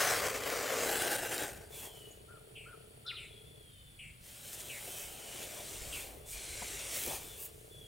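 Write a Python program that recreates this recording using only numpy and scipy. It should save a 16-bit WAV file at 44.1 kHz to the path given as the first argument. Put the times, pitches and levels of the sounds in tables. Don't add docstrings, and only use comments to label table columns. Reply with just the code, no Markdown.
import sys
import numpy as np
from scipy import signal
from scipy.fft import rfft, irfft, next_fast_len
from scipy.io import wavfile
from scipy.ndimage import uniform_filter1d

SR = 44100
rng = np.random.default_rng(int(sys.argv[2]) if len(sys.argv) > 2 else 0)


def output_pcm(signal):
    pcm = np.clip(np.atleast_2d(signal).T, -1, 1) * 32767
    wavfile.write(sys.argv[1], SR, np.round(pcm).astype(np.int16))


N = 347067
T = np.arange(N) / SR
PADDED = next_fast_len(N, real=True)
BINS = np.fft.rfftfreq(PADDED, 1 / SR)


def amp(db):
    return 10 ** (np.asarray(db) / 20)


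def unit_rms(x):
    return x / np.sqrt(np.mean(x ** 2) + 1e-20)


def response(curve):
    hz, db = np.transpose(curve)
    return amp(np.interp(np.log(BINS + 1), np.log(hz + 1), db))


def colour(x, gain):
    return irfft(rfft(x, PADDED) * gain, PADDED)[:N]


def split(x, hz):
    low = colour(x, 1 / (1 + (BINS / hz) ** 8))
    return unit_rms(low), unit_rms(x - low)


def add(mix, start_s, sound):
    part = mix[max(round(start_s * SR), 0):][:len(sound)]
    part += sound[:len(part)]


def wobble(rate_hz, size=N):
    padded = next_fast_len(size, real=True)
    hz = np.fft.rfftfreq(padded, 1 / SR)
    spectrum = rfft(rng.standard_normal(padded)) / np.sqrt(1 + (hz / rate_hz) ** 6)
    return unit_rms(irfft(spectrum, padded))[:size]


def ring(x, modes):
    out = 0
    for hz, width_hz, db in modes:
        radius = np.exp(-np.pi * width_hz / SR)
        pole = radius * np.exp(2j * np.pi * hz / SR)
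        out = out + amp(db) * signal.lfilter([1 - radius], [1, -pole], x).imag
    return out


def shot_noise(per_s, spread_db=2.5):
    size = amp(spread_db * np.minimum(rng.exponential(1, N), 4))
    return unit_rms(size * rng.choice([-1, 1], N) * (rng.random(N) < per_s / SR))


def gliding_resonances(x, track, width_hz, unsteady, patchy_db):
    hz, t, spectra = signal.stft(x, SR, nperseg=1024)
    times, *columns = np.transpose(track)
    low_hz, high_hz, boost_db = (np.interp(t, times, column) for column in columns)
    patches = uniform_filter1d(rng.standard_normal(spectra.shape), size=5, axis=0)
    patches = unit_rms(uniform_filter1d(patches, size=7, axis=1))
    peaks = sum(np.exp(-((hz[:, None] - centre) / width_hz) ** 2) for centre in (low_hz, high_hz))
    gain_db = boost_db * peaks * (1 + unsteady * patches[::-1]) + patchy_db * patches
    return signal.istft(spectra * amp(gain_db), SR)[1][:N]


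def peel(slip_hz=70, rasp_db=-4.0, release_s=0.08):
    # frequency_hz, gain_db
    short = [(88, -49), (150, -21), (264, -15.5), (543, -2.5), (727, -0.5), (883, -9.5), (1250, -3),
             (1750, -2), (2740, -9.5), (3070, -6), (3460, -12), (6700, -8), (14900, -15.5), (15800, -10.5)]
    half = [(88, -55), (150, -27), (285, -6), (347, -16.5), (405, -1.5), (512, 0), (901, -16.5), (1070, -8),
            (1680, -16), (2080, -10.5), (2740, -13.5), (8640, -15), (11600, -24.5), (14600, -18.5),
            (15800, -22)]
    long = [(88, -55), (150, -23), (340, -7), (474, -5), (532, -5.5), (833, -6), (1010, -19), (1350, -13),
            (1560, -4), (1800, -9.5), (2250, -14), (2850, -10.5), (3350, -11), (3900, -14), (4450, -13),
            (8640, -8), (11600, -14), (14600, -11), (15800, -15)]
    fizz_db = [-5.5, -8, -5.5]
    stage_times = [.12, .4, .72, .92]
    # time_s, low_hz, high_hz, boost_db
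    strip_resonances = [(.15, 3500, 5030, 4), (.75, 3280, 4400, -4.5), (1.02, 2880, 3950, 11),
                        (1.45, 2660, 3770, 4.5)]
    # time_s, level_db
    effort = [(0.0, -29), (0.12, -29), (0.202, -33), (0.272, -32), (0.332, -38), (0.36, -33), (0.396, -39),
              (0.494, -33.5), (0.684, -35.5), (0.724, -32), (1.16, -33.5), (1.174, -38.5), (1.27, -37),
              (1.284, -41), (1.322, -35), (1.442, -37.5), (1.512, -46), (1.66, -58.5)]
    snaps = shot_noise(per_s=6500) * amp(1.03 * wobble(slip_hz))
    flap = amp(0.23 * wobble(slip_hz))
    stage = np.interp(T, stage_times, [0.058, 0.87, 0.56, 2])
    rasp, fizz = 0, 0
    for k, strip in enumerate([short, half, long]):
        low, high = split(colour(snaps, response(strip)), hz=2680)
        share = np.maximum(1 - abs(stage - k), 0)
        rasp += share * low
        fizz += share * amp(fizz_db[k]) * high
    fizz = gliding_resonances(fizz, strip_resonances, width_hz=140, unsteady=0.24, patchy_db=3)
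    pull = amp(np.interp(T, *np.transpose(effort)))
    slackening = np.exp(-np.clip((T - effort[-1][0]) / release_s, 0, 20))
    return (amp(rasp_db) * rasp * flap + fizz) * pull * slackening


def camera_motor(kick_hz=29.97, first_s=0.00397, rattle_cycles=0.74, rattle_db=-1.5, fade_s=0.15):
    # frequency_hz, bandwidth_hz, gain_db
    housing = [(435, 45, 9.5), (607, 140, 1)]
    # start_s, stop_s, start_db, stop_db
    runs = [(-.2, 3.7, -54.5, -66.5), (4.5, 8.0, -68, -61.5)]
    cycle = (T - first_s) * kick_hz % 1
    rattle = rng.standard_normal(N) * np.exp(-cycle / rattle_cycles)
    kicks = 1. * (np.diff(cycle, prepend=0) < 0)
    pulses = ring(ring(kicks, housing), [(479, 150, 0)])
    buzz = unit_rms(pulses) + amp(rattle_db) * unit_rms(ring(rattle, housing))
    running = 0
    for start, stop, *levels_db in runs:
        gate = np.clip(.5 + np.minimum(T - start, stop - T) / fade_s, 0, 1)
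        running += gate * amp(np.interp(T, [start, stop], levels_db))
    return unit_rms(colour(buzz, BINS > 280)) * running


def rumble_and_hiss(hiss_db=-62.5, rumble_db=-66, flutter_db=-62.5, lumpy_db=0.85):
    # frequency_hz, gain_db
    air = [(200, -4.5), (330, 0.5), (500, -0.5), (1000, -13), (2500, -7), (3400, -4.5), (3950, -12),
           (4400, -7), (4900, -13), (6600, -15), (7650, -8.5), (7850, -3.5), (8050, -11), (8500, -9),
           (9700, 2), (10900, -14), (14000, -11)]
    wind = [(12, -44), (20, -1), (27, -23), (43, -2), (59, -3), (129, 3.5), (160, -4), (260, -13),
            (340, -43), (570, -120)]
    # peak_s, width_s, rumble_db, flutter_db
    swells = [(.2, 0.19, -63, -55), (1.05, 0.58, -68, -59.5), (1.58, 0.028, -63, -54),
              (3.85, 0.18, -63.5, -82), (4.06, 0.043, -66, -58), (5.1, 0.16, -63, -78),
              (5.83, 0.057, -50, -69), (6.5, 0.44, -57, -77), (7.1, 0.14, -59, -67)]
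    hiss = unit_rms(colour(rng.standard_normal(N), response(air)))
    rumble, flutter = split(colour(rng.standard_normal(N), response(wind)), hz=71)
    power = amp([[rumble_db], [flutter_db]]) ** 2
    for peak_s, width_s, deep_db, light_db in swells:
        power = power + amp([[deep_db], [light_db]]) ** 2 * np.exp(-((T - peak_s) / width_s) ** 2)
    low_end = (np.sqrt(power) * [rumble, flutter]).sum(axis=0)
    return amp(hiss_db) * hiss + low_end * amp(lumpy_db * wobble(4.3))


def crackles(decay_s=0.0006, gain_db=-5.0):
    # start_s, relative_db
    pops = [(0.0495, -23), (0.0854, -30), (1.0357, -23), (1.184, -19.5), (1.381, -21), (1.436, -25),
            (4.532, -26), (4.9845, -25.5), (5.431, -31), (7.037, -19), (7.063, -21)]
    out, t = np.zeros(N), T[:1024]
    for start, db in pops:
        add(out, start, amp(db + gain_db) * rng.standard_normal(len(t)) * np.exp(-t / decay_s))
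    return colour(out, BINS / np.hypot(BINS, 3000))


def stroke(start_s, length_s, db, swell_db, release_s, attack_s=0.07):
    t = T - start_s
    along = np.clip(t / length_s, 0, 1)
    attack = np.clip(t / attack_s, 0, 1)
    release = np.exp(-np.clip((t - length_s) / release_s, 0, 10) ** 1.1)
    return attack * amp(db + swell_db * (along - .5)) * release


def rub(scrape_db=-1.28, pressure_share=0.27):
    # frequency_hz, gain_db
    friction = [(120, -43), (200, -7.5), (353, -3), (379, -0.5), (490, -4), (567, 0), (1000, -9),
                (1400, -7), (1970, -4.5), (2190, -2.5), (3160, -1), (4640, -6), (8800, 0.5), (11200, -6.5),
                (14200, -5.5), (15800, -7)]
    # start_s, length_s, hiss_db, swell_db, release_s, pressure_db, sheen_db
    strokes = [(1.686, 0.17, -54.5, 3.5, 0.036, -7.5, 4), (1.888, 0.28, -66.5, -10, .03, -3, 3),
               (4.196, 0.29, -57.5, 3, .04, -10.5, 0), (4.412, 0.61, -53, 6.5, 0.12, -7, 2),
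               (4.504, 0.04, -44, 0, .012, -20, 0), (4.57, .035, -43, 0, .012, -23, -2),
               (5.053, 0.39, -54, 9.5, 0.048, -3.5, -2), (5.437, 0.5, -51, 0.5, .04, -6, -3),
               (5.89, 0.12, -48.5, -2, 0.087, -7, 0), (6.017, 0.27, -73.5, -9, 0.024, 15.5, 11),
               (6.25, 0.088, -47.5, -2, 0.026, -32, -1), (6.302, 0.67, -47.5, 4, 0.03, -11, -9),
               (6.892, 0.26, -44.5, -2, 0.039, -10.5, 2), (7.152, 0.34, -57.5, -9, 0.026, -4.5, 3),
               (7.35, 0.11, -54, 1, 0.014, -35, 10.5), (7.466, 0.46, -68, -6, .05, -21, 2)]
    # time_s, low_hz, high_hz, boost_db
    rub_resonances = [(4.6, 2670, 3150, 0.5), (5.1, 2580, 2970, 5), (5.9, 2210, 3120, 0),
                      (6.36, 2330, 4300, 6.5), (6.9, 2080, 3540, 3), (7.15, 2130, 3420, 0)]
    catches = colour(shot_noise(per_s=14000), response(friction))
    drum, bright = split(catches, hz=1010)
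    scrape, treble = split(bright, hz=4720)
    hiss, sheen = split(treble, hz=11250)
    power = np.array([stroke(*row[:5]) for row in strokes]) ** 2
    band_gains = amp([(pressure_db, scrape_db + pressure_share * pressure_db, 0, sheen_db)
                      for *_, pressure_db, sheen_db in strokes])
    envelopes = np.sqrt(band_gains.T ** 2 @ power)
    sound = (envelopes * [drum, scrape, hiss, sheen]).sum(axis=0)
    return gliding_resonances(sound, rub_resonances, width_hz=150, unsteady=0.22, patchy_db=2.0)


def syrinx(length_s, pitches, jitter, taper, trill=0, trill_hz=160, overtone_db=-80):
    along = np.linspace(0, 1, int(length_s * SR))
    size = len(along)
    shake = wobble(440, size=32768)[:size]
    swing = np.sin(2 * np.pi * (trill_hz * T[:size] + rng.random()))
    arc_hz = np.polyval(np.polyfit([0, .5, 1], pitches, 2), along)
    phase = 2 * np.pi * np.cumsum(arc_hz * (1 + trill * swing + jitter * shake)) / SR
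    tone = np.sin(phase) + amp(overtone_db) * np.sin(3.45 * phase)
    return unit_rms(tone * signal.windows.tukey(size, taper))


def tree_scatter(x, t60_s):
    tail = rng.standard_normal(SR) * amp(-60 * T[:SR] / t60_s)
    return signal.oaconvolve(x, tail / np.linalg.norm(tail))[:N]


def bird_whistles(sink_hz_per_s=1250, waver_hz=45, fence_s=0.068, fence_db=-7, flutter_db=2.0):
    # start_s, length_s, start_hz, midway_fall_share, level_db
    whistles = [(1.7, 0.23, 3530, 0.55, -61.5), (1.842, 0.26, 3196, 0.51, -62.5),
                (3.28, .17, 3470, 0.57, -65.5), (3.429, 0.33, 3490, .3, -68),
                (3.67, 0.45, 3680, 0.37, -71.5), (3.7, 0.14, 3200, 0.66, -69),
                (6.228, 0.164, 3420, -.1, -69), (7.23, .15, 3500, .1, -64), (7.695, 0.23, 3400, 0.11, -61)]
    # start_s, level_db
    hoots = [(2.273, -60.5), (2.649, -57.5), (3.043, -56.5)]
    out = np.zeros(N)
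    for start, length, hz, midway, db in whistles:
        pitches = hz - sink_hz_per_s * length * np.array([0, midway, 1])
        add(out, start, amp(db) * syrinx(length, pitches, jitter=waver_hz / hz, taper=0.31))
    add(out, fence_s, amp(fence_db) * out)
    for start, db in hoots:
        add(out, start, amp(db) * syrinx(0.115, [1222, 1450, 1150], jitter=0.045, taper=0.37))
    peep = amp(-61) * syrinx(0.03, [6800] * 3, jitter=0.023, taper=0.6)
    add(out, 2.105, peep)
    out *= amp(flutter_db * wobble(57))
    return out + amp(-8) * tree_scatter(out, t60_s=0.79)


def panel_bumps(width_hz=380):
    # start_s, level_db, t60_s, centre_hz, rise_s
    knocks = [(1.825, -49, 0.3, 780, 0.0088), (4.876, -44, 0.11, 420, 0.0022),
              (5.595, -44.5, 0.093, 596, 0.0025), (6.617, -33.5, 0.06, 810, 0.0047),
              (7.066, -36.5, 0.21, 430, 0.018), (7.095, -38, 0.28, 795, 0.015)]
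    # frequency_hz, bandwidth_hz, gain_db
    panel = [(430, 79, -16), (606, 160, -2), (870, 390, 10), (1090, 220, 4)]
    out, t = np.zeros(N), T[:8192]
    for start, db, t60, hz, rise_s in knocks:
        modes = ring(rng.standard_normal(len(t)), panel)
        body = unit_rms(ring(modes, [(hz, width_hz, 0)]))
        add(out, start, body * amp(db - 60 * t / t60) * (1 - np.exp(-t / rise_s)))
    return out


def bird_chips(attack_s=0.012, fade_db=-11, fence_s=0.075, fence_db=-8):
    # start_s, length_s, middle_hz, fall_share, level_db
    chips = [(2.55, 0.13, 2600, 0.23, -54), (3.164, 0.11, 2546, 0.32, -51), (3.985, .135, 2493, 0.19, -54),
             (4.69, 0.11, 2313, .42, -50), (5.918, 0.094, 2590, 0.31, -48.5)]
    contour = [.68, 0, -0.285]
    # start_s, length_s, start_hz, middle_hz, end_hz, level_db
    sharp_call = [(3.061, 0.054, 3890, 3850, 3680, -49), (3.063, 0.039, 5270, 4780, 4030, -55.5),
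                  (3.076, .045, 3933, 3280, 1850, -43.5)]
    soft, sharp = np.zeros((2, N))
    for start, length, hz, fall, db in chips:
        pitches = hz * (1 + fall * np.array(contour))
        call = syrinx(length, pitches, jitter=0.044, taper=0.086, trill=0.11, overtone_db=-10)
        t = T[:len(call)]
        envelope = np.minimum(t / attack_s, 1) * amp(fade_db * t / length)
        add(soft, start, amp(db) * unit_rms(call * envelope))
    for start, length, *pitches, db in sharp_call:
        add(sharp, start, amp(db) * syrinx(length, pitches, jitter=0.038, taper=0.2, trill=0.07))
    add(sharp, fence_s, amp(fence_db) * colour(sharp, (BINS > 3000) & (BINS < 4300)))
    scattered = tree_scatter(amp(-7) * soft + amp(-4) * sharp, t60_s=0.68)
    beak_lowpass = 1 / (1 + (BINS / 9800) ** 16)
    return colour(soft + sharp + scattered, beak_lowpass)


def diffuse(x):
    spectra = signal.stft(x, nperseg=512)[2]
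    scrambled = spectra * np.exp(2j * np.pi * rng.random(spectra.shape))
    return np.std(x) * unit_rms(signal.istft(scrambled)[1][:N])


def scene():
    # frequency_hz, side_over_mid_db
    ahead_width = [(200, -14), (400, -15.5), (2400, -12.5), (4400, -22.5), (15000, -22.5)]
    rub_width = [(200, -8), (400, -6), (1300, -4.5), (2400, -7.5), (4400, -93), (15000, -11)]
    yard_width = [(60, -15), (110, -14.5), (200, -8), (700, 1.5), (1300, 6.5), (2400, 0.5), (4400, -0.5),
                  (8100, -17), (9700, 1), (12000, -10.5)]
    # frequency_hz, left_over_right_db
    balance = [(60, -1), (110, 2), (200, 0), (380, 3), (700, 2.5), (1290, 3), (2380, 1.5), (4400, 2.5),
               (8120, -1), (15000, 1.5)]
    tape = peel() + crackles() + panel_bumps()
    hand = rub()
    birds = bird_chips() + bird_whistles()
    yard = camera_motor() + rumble_and_hiss()
    groups = [(tape + birds, ahead_width), (hand, rub_width), (yard, yard_width)]
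    mid = tape + hand + birds + yard
    side = sum(colour(diffuse(sound), response(width)) for sound, width in groups)
    lean = np.sqrt(response(balance))
    return np.array([colour(mid, lean) + side, colour(mid, 1 / lean) - side])


def record(dry, cutoff_hz=15880):
    lowpass = signal.firwin(511, cutoff_hz, window=("kaiser", 9), fs=SR)
    return signal.oaconvolve(dry, lowpass[None], "same")


dry = scene()
out = record(dry)
output_pcm(out)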